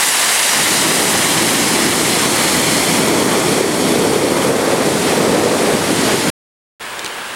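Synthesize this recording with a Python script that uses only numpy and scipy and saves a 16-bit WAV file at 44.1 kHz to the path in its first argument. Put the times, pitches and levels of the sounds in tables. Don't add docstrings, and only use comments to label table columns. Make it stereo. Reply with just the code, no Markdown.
import sys
import numpy as np
from scipy import signal
from scipy.io import wavfile
from scipy.ndimage import uniform_filter1d

SR = 44100
rng = np.random.default_rng(int(sys.argv[2]) if len(sys.argv) > 2 else 0)


def amplitude_ratio(level_db):
    exponent = np.asarray(level_db, float) / 20
    return 10 ** exponent


def generate_wav(signal):
    frames = np.transpose(np.atleast_2d(signal))
    scaled = np.clip(frames, -1, 1) * 32767
    pcm = np.round(scaled).astype(np.int16)
    wavfile.write(sys.argv[1], SR, pcm)


N = 324135

# (frequency [Hz], relative density [dB per Hz])
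SPRAY_SPECTRUM = [(40, -47.5), (110, -14.5), (250, -5.5), (500, -0.5), (950, 3.5), (1350, 1), (1900, 3.5),
                  (2600, 1), (4200, 0), (6300, -1.5), (9000, 1), (11000, -3), (13000, -11), (15500, -18.5)]
# (frequency [Hz], share of the left-right difference [1])
HOUSING_SHADOW = [(300, .1), (1000, .45), (2300, .5), (4400, 1.1), (8000, 1.1), (15000, .5)]
# (frequency [Hz], lead of left [rad])
SPRAY_PHASE = [(600, .5), (1400, .1), (3500, .3), (5800, -.1), (7200, .5), (9500, 0)]
# (frequency [Hz], factor on the scattered share [1])
SCATTER_FACTOR = [(100, 2.5), (300, 1.4), (700, 0.86), (7000, 1.3), (10000, 0.75), (15000, .8)]
# (time [s], share arriving straight [0-1])
STRAIGHT_SHARE = [(0, 0.9), (1, 0.85), (2.2, .73), (2.7, .83), (3.3, 0.85), (5.1, .64), (5.7, .83),
                  (6.3, 0.8)]
# (time [s], level [dB])
GUST_LEVEL = [(0.05, -27.5), (.47, -30), (.6, -16), (.66, -21), (.74, -14), (.83, -16), (.9, -10),
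              (1.25, -11), (1.5, -9), (2.1, -8.5), (2.45, -9), (2.9, -7), (3.15, -1), (3.42, -2.5),
              (3.8, -2), (4.5, 1.5), (4.75, 1), (5.0, -1.5), (5.35, 2), (5.7, -1), (6.0, -4.5), (6.1, -1),
              (6.2, -4.5), (6.3, -4.5)]
# (frequency [Hz], relative density [dB per Hz])
EDDY_SPECTRUM = [(100, -2.5), (300, -0.24), (480, -3.5), (600, -6), (1000, -12), (2000, -22), (4000, -48)]
# (frequency [Hz], gain [dB])
WIND_RESPONSE = [(20, -35), (50, -43.5), (100, -9), (170, -2.5), (260, 0.4)]
# (time [s], delay [ms], likeness of large eddies [0-1],
# frequency where small eddies have broken up [Hz])
EDDY_CROSSING = [(0, 0.79, 0.36, 1000), (.8, .62, 1, 1700), (2.7, 0.52, 0.84, 1700), (3.1, .45, 0.75, 2600),
                 (5, .45, 0.77, 2600), (5.8, -0.16, 0.52, 700), (6.3, 0.48, 0.52, 1400)]
# (frequency [Hz], relative density [dB per Hz])
FAR_SPECTRUM = [(18, -61), (30, -30.5), (561, -11), (673, -12), (945, -9.5), (1290, -10.5), (1440, -11),
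                (1680, -8.5), (1870, -12.5), (2990, -14.5), (6050, -25), (8950, -22.5), (12900, -32.5),
                (15500, -38)]
# (frequency [Hz], left-right likeness [0-1])
FAR_LIKENESS = [(60, 0.79), (120, 0.89), (240, 0.94), (480, 1), (950, 0.86), (1890, 0.74), (3770, 0.44),
                (7520, 0.29), (15000, 0.78)]
# (frequency [Hz], left minus right [dB])
FAR_BALANCE = [(60, 1), (120, 1), (240, 1), (480, 1), (950, 5.5), (1890, 5.0), (3770, 9.5), (7520, -0.5),
               (15000, -5.5)]
# (frequency [Hz], lead of left [rad])
FAR_PHASE = [(1100, .3), (1400, -.1), (2300, .1), (4800, 1.2), (5500, .8), (7000, -1.1), (8600, -.9),
             (11800, 0)]
# (time [s], level [dB], ring frequency [Hz], left minus right [dB], thump level [dB])
HANDLING_TICKS = [(6.9928, -15, 3550, 3.5, -38), (7.0455, -13, 2260, 2.5, -23), (7.056, -18, 3170, 3, -33),
                  (7.061, -13, 3960, 4.5, -32), (7.0765, -20, 2590, 3, -38)]

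HOP, SIZE = 256, 1024
T = np.arange(N // HOP + 5) * HOP / SR
HZ = np.fft.rfftfreq(SIZE, 1 / SR)[:, None]
EDGE_HZ = 15900

STOP_S, START_S, FADE_S = 6.301, 6.797, .022

FALL_DB = -7
LOST_DB = (0, 4.5)
LEFT_DB = (-5, -4)
ALIKE_HZ = (1950, 2770)

# first and final delay [ms], settling time [s]
BOUNCE_MS, BOUNCE_SETTLE_S = (1.07, .86), 2.4
BOUNCE_GAINS = (.39, .34)
BOUNCE_TOP_S, BOUNCE_RISE_S, BOUNCE_GONE_S = 3.6, 3.6, 1.4

MOAN_HZ, MOAN_WIDTH_HZ = 440, 65
BRISK_DB, CALM_SPEED, SPEED_PER_DB = -4.5, 0.76, 0.0634
CALM_MOAN_DB, MOAN_PER_DB = 1.4, 0.73
FLUTTER_DB, FLUTTER_HZ, FLUTTER_SHARE = -39, 45, .5

FAR_DB, FAR_SWELL_DB_PER_S = -27.5, 2
WHINE_HZ, WHINE_DB = 15734.26, -52

KNEE_DB, RATIO, SENSE_S, SENSED_FALL_DB_PER_S = -14.65, 5.5, .011, 12


def evened(x):
    return x / np.sqrt(np.mean(abs(x) ** 2) + 1e-20)


def read(points, hz):
    f, value = np.transpose(points)
    return np.interp(np.log(hz + 1), np.log(f + 1), value)


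def curves(rows):
    s, *columns = np.transpose(rows)
    return [np.interp(T, s, column) for column in columns]


def turned(ends):
    return ends[0] + (ends[1] - ends[0]) * np.minimum(T / STOP_S, 1)


def chance():
    a, b = rng.standard_normal((len(T), len(HZ), 2)).T
    return (a + 1j * b) / np.sqrt(2)


def lumps(ms, hz):
    frames = max(1, round(ms / 1000 * SR / HOP))
    bins = max(1, round(hz * SIZE / SR))
    field = uniform_filter1d(chance().real, frames, 1)
    return evened(uniform_filter1d(field, bins, 0))


def levelled(shape, db, lo_hz, hi_hz):
    inside = (HZ >= lo_hz) & (HZ < hi_hz)
    return shape * amplitude_ratio(db) / np.sqrt((inside * shape ** 2).sum(0))


def sounded(left, right):
    z = np.array([left, right]) * np.sqrt(3) * (HZ < EDGE_HZ)
    return signal.istft(z, nperseg=SIZE, noverlap=SIZE - HOP)[1][:, :N]


def pair(shape, same, lead, left_db, paths=(1, 1)):
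    same = np.clip(same, 0, 1)
    shared = np.sqrt(same) * chance()
    scattered = np.sqrt(1 - same)
    turn = amplitude_ratio(left_db / 2) * np.exp(1j * lead / 2)
    mid = np.sqrt((abs(turn) ** 2 + abs(turn) ** -2 + 2 * same * np.cos(lead)) / 4)
    left, right = (shape / mid * (path * shared + scattered * chance()) for path in paths)
    return sounded(left * turn, right / turn)


def reflected_paths():
    ms = BOUNCE_MS[1] + (BOUNCE_MS[0] - BOUNCE_MS[1]) * np.exp(-T / BOUNCE_SETTLE_S)
    spread_s = np.where(T < BOUNCE_TOP_S, BOUNCE_RISE_S, BOUNCE_GONE_S)
    arch = np.exp(-((T - BOUNCE_TOP_S) / spread_s) ** 2)
    late = np.exp(-2j * np.pi * HZ * ms / 1000)
    late = late / (1 + (HZ / 5800) ** 6) / (1 + (1300 / (HZ + 1)) ** 4)
    return [1 + gain * arch * late for gain in BOUNCE_GAINS]


def falling_water():
    left_db, straight = turned(LEFT_DB), curves(STRAIGHT_SHARE)[0]
    lost_db = turned(LOST_DB) / (1 + (6500 / (HZ + 1)) ** 3)
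    shape = levelled(amplitude_ratio(read(SPRAY_SPECTRUM, HZ) - lost_db), FALL_DB, 2500, 12000)
    patches_db = .5 * lumps(60, 600) + 0.69 * lumps(12, 9800) + 0.37 * lumps(90, 9000)
    alike = .75 * np.cos(2 * np.pi * HZ / turned(ALIKE_HZ)) / (1 + (HZ / 6000) ** 4)
    apart = (1 - straight) * (1 - alike) * read(SCATTER_FACTOR, HZ)
    lead = read(SPRAY_PHASE, HZ) * (1 - alike)
    balance_db = left_db * read(HOUSING_SHADOW, HZ) * (1 - .4 * alike)
    return pair(shape * amplitude_ratio(patches_db), 1 - apart, lead, balance_db, reflected_paths())


def wind():
    ms, like, apart_hz = curves(EDDY_CROSSING)
    gust_db = curves(GUST_LEVEL)[0]
    brisk_db = np.maximum(gust_db - BRISK_DB, 0)
    speed = CALM_SPEED + SPEED_PER_DB * brisk_db
    moan_db = CALM_MOAN_DB + MOAN_PER_DB * brisk_db
    hz = HZ / np.clip(speed, .3, 3)
    moan = moan_db * np.exp(-((hz - MOAN_HZ) / MOAN_WIDTH_HZ) ** 2)
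    colour = amplitude_ratio(read(EDDY_SPECTRUM, hz) + moan + read(WIND_RESPONSE, HZ))
    shape = levelled(colour, gust_db, 120, 600)
    shape = shape * amplitude_ratio(0.55 * lumps(40, 500) + 0.8 * lumps(130, 400))
    same = like * np.exp(-(HZ / apart_hz) ** 2) / (1 + (40 / (HZ + 1)) ** 3)
    lead = 2.1 * np.tanh(2 * np.pi * HZ * ms / 1000 / 2.1)
    return pair(shape, same, lead, -.25) + flutter(gust_db)


def flutter(gust_db):
    level_db = FLUTTER_DB + FLUTTER_SHARE * gust_db + 2.8 * lumps(120, 200)
    return pair(amplitude_ratio(level_db) * np.exp(-(HZ / FLUTTER_HZ) ** 2), 0, 0, 0)


def far_water():
    level_db = FAR_DB + FAR_SWELL_DB_PER_S * (T - START_S)
    shape = levelled(amplitude_ratio(read(FAR_SPECTRUM, HZ)), level_db, 300, 5000)
    shape = shape * amplitude_ratio(0.54 * lumps(50, 700))
    return pair(shape, read(FAR_LIKENESS, HZ), read(FAR_PHASE, HZ), read(FAR_BALANCE, HZ))


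def ticks():
    out = np.zeros((2, N))
    t = np.arange(1500) / SR
    band = signal.butter(2, [1300, 8000], "band", fs=SR)
    cracks = signal.lfilter(*band, rng.standard_normal((len(HANDLING_TICKS), len(t))))
    onset = 1 - np.exp(-t / .0003)
    for (s, db, hz, left_db, thump_db), crack in zip(HANDLING_TICKS, cracks):
        ring = .6 * np.sin(2 * np.pi * hz * t) * amplitude_ratio(-60 * t / .02)
        creak = amplitude_ratio(db) * (ring + 1.3 * crack * amplitude_ratio(-60 * t / .018)) * onset
        thump = amplitude_ratio(thump_db - 60 * t / 0.063) * np.sin(2 * np.pi * 335 * t)
        at = round(s * SR)
        out[:, at:at + len(t)] += creak * amplitude_ratio([[left_db / 2], [-left_db / 2]]) + thump
    return out


def whine(t):
    running = (t < STOP_S) | (t > START_S)
    return np.sqrt(2) * amplitude_ratio(WHINE_DB) * np.sin(2 * np.pi * WHINE_HZ * t) * running


def held_down(x):
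    keep = np.exp(-1 / (SENSE_S * SR))
    power = (x ** 2).mean(0)
    settled = [keep * power[:SIZE].mean()]
    sensed = signal.lfilter([1 - keep], [1, -keep], power, zi=settled)[0]
    power_db = 10 * np.log10(sensed + 1e-12)
    fall = np.arange(x.shape[1]) * SENSED_FALL_DB_PER_S / SR
    peak_db = np.maximum.accumulate(power_db + fall) - fall
    over_db = np.maximum(peak_db - KNEE_DB, 0)
    return x / amplitude_ratio(over_db * (1 - 1 / RATIO))


def scene():
    t = np.arange(N) / SR
    near = (falling_water() + wind()) * (t < STOP_S)
    fade = np.clip((t - START_S) / FADE_S + 0.16, 0, 1) * (t > START_S)
    far = (far_water() + ticks()) * fade
    return near + far


def top_cut(x):
    return signal.sosfilt(signal.butter(12, 16490, fs=SR, output="sos"), x)


def record(dry):
    t = np.arange(N) / SR
    passages = np.split(dry + whine(t), [round(START_S * SR)], axis=1)
    held = np.hstack([held_down(passage) for passage in passages])
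    return top_cut(np.clip(held, -1, 1))


dry = scene()
out = record(dry)
generate_wav(out)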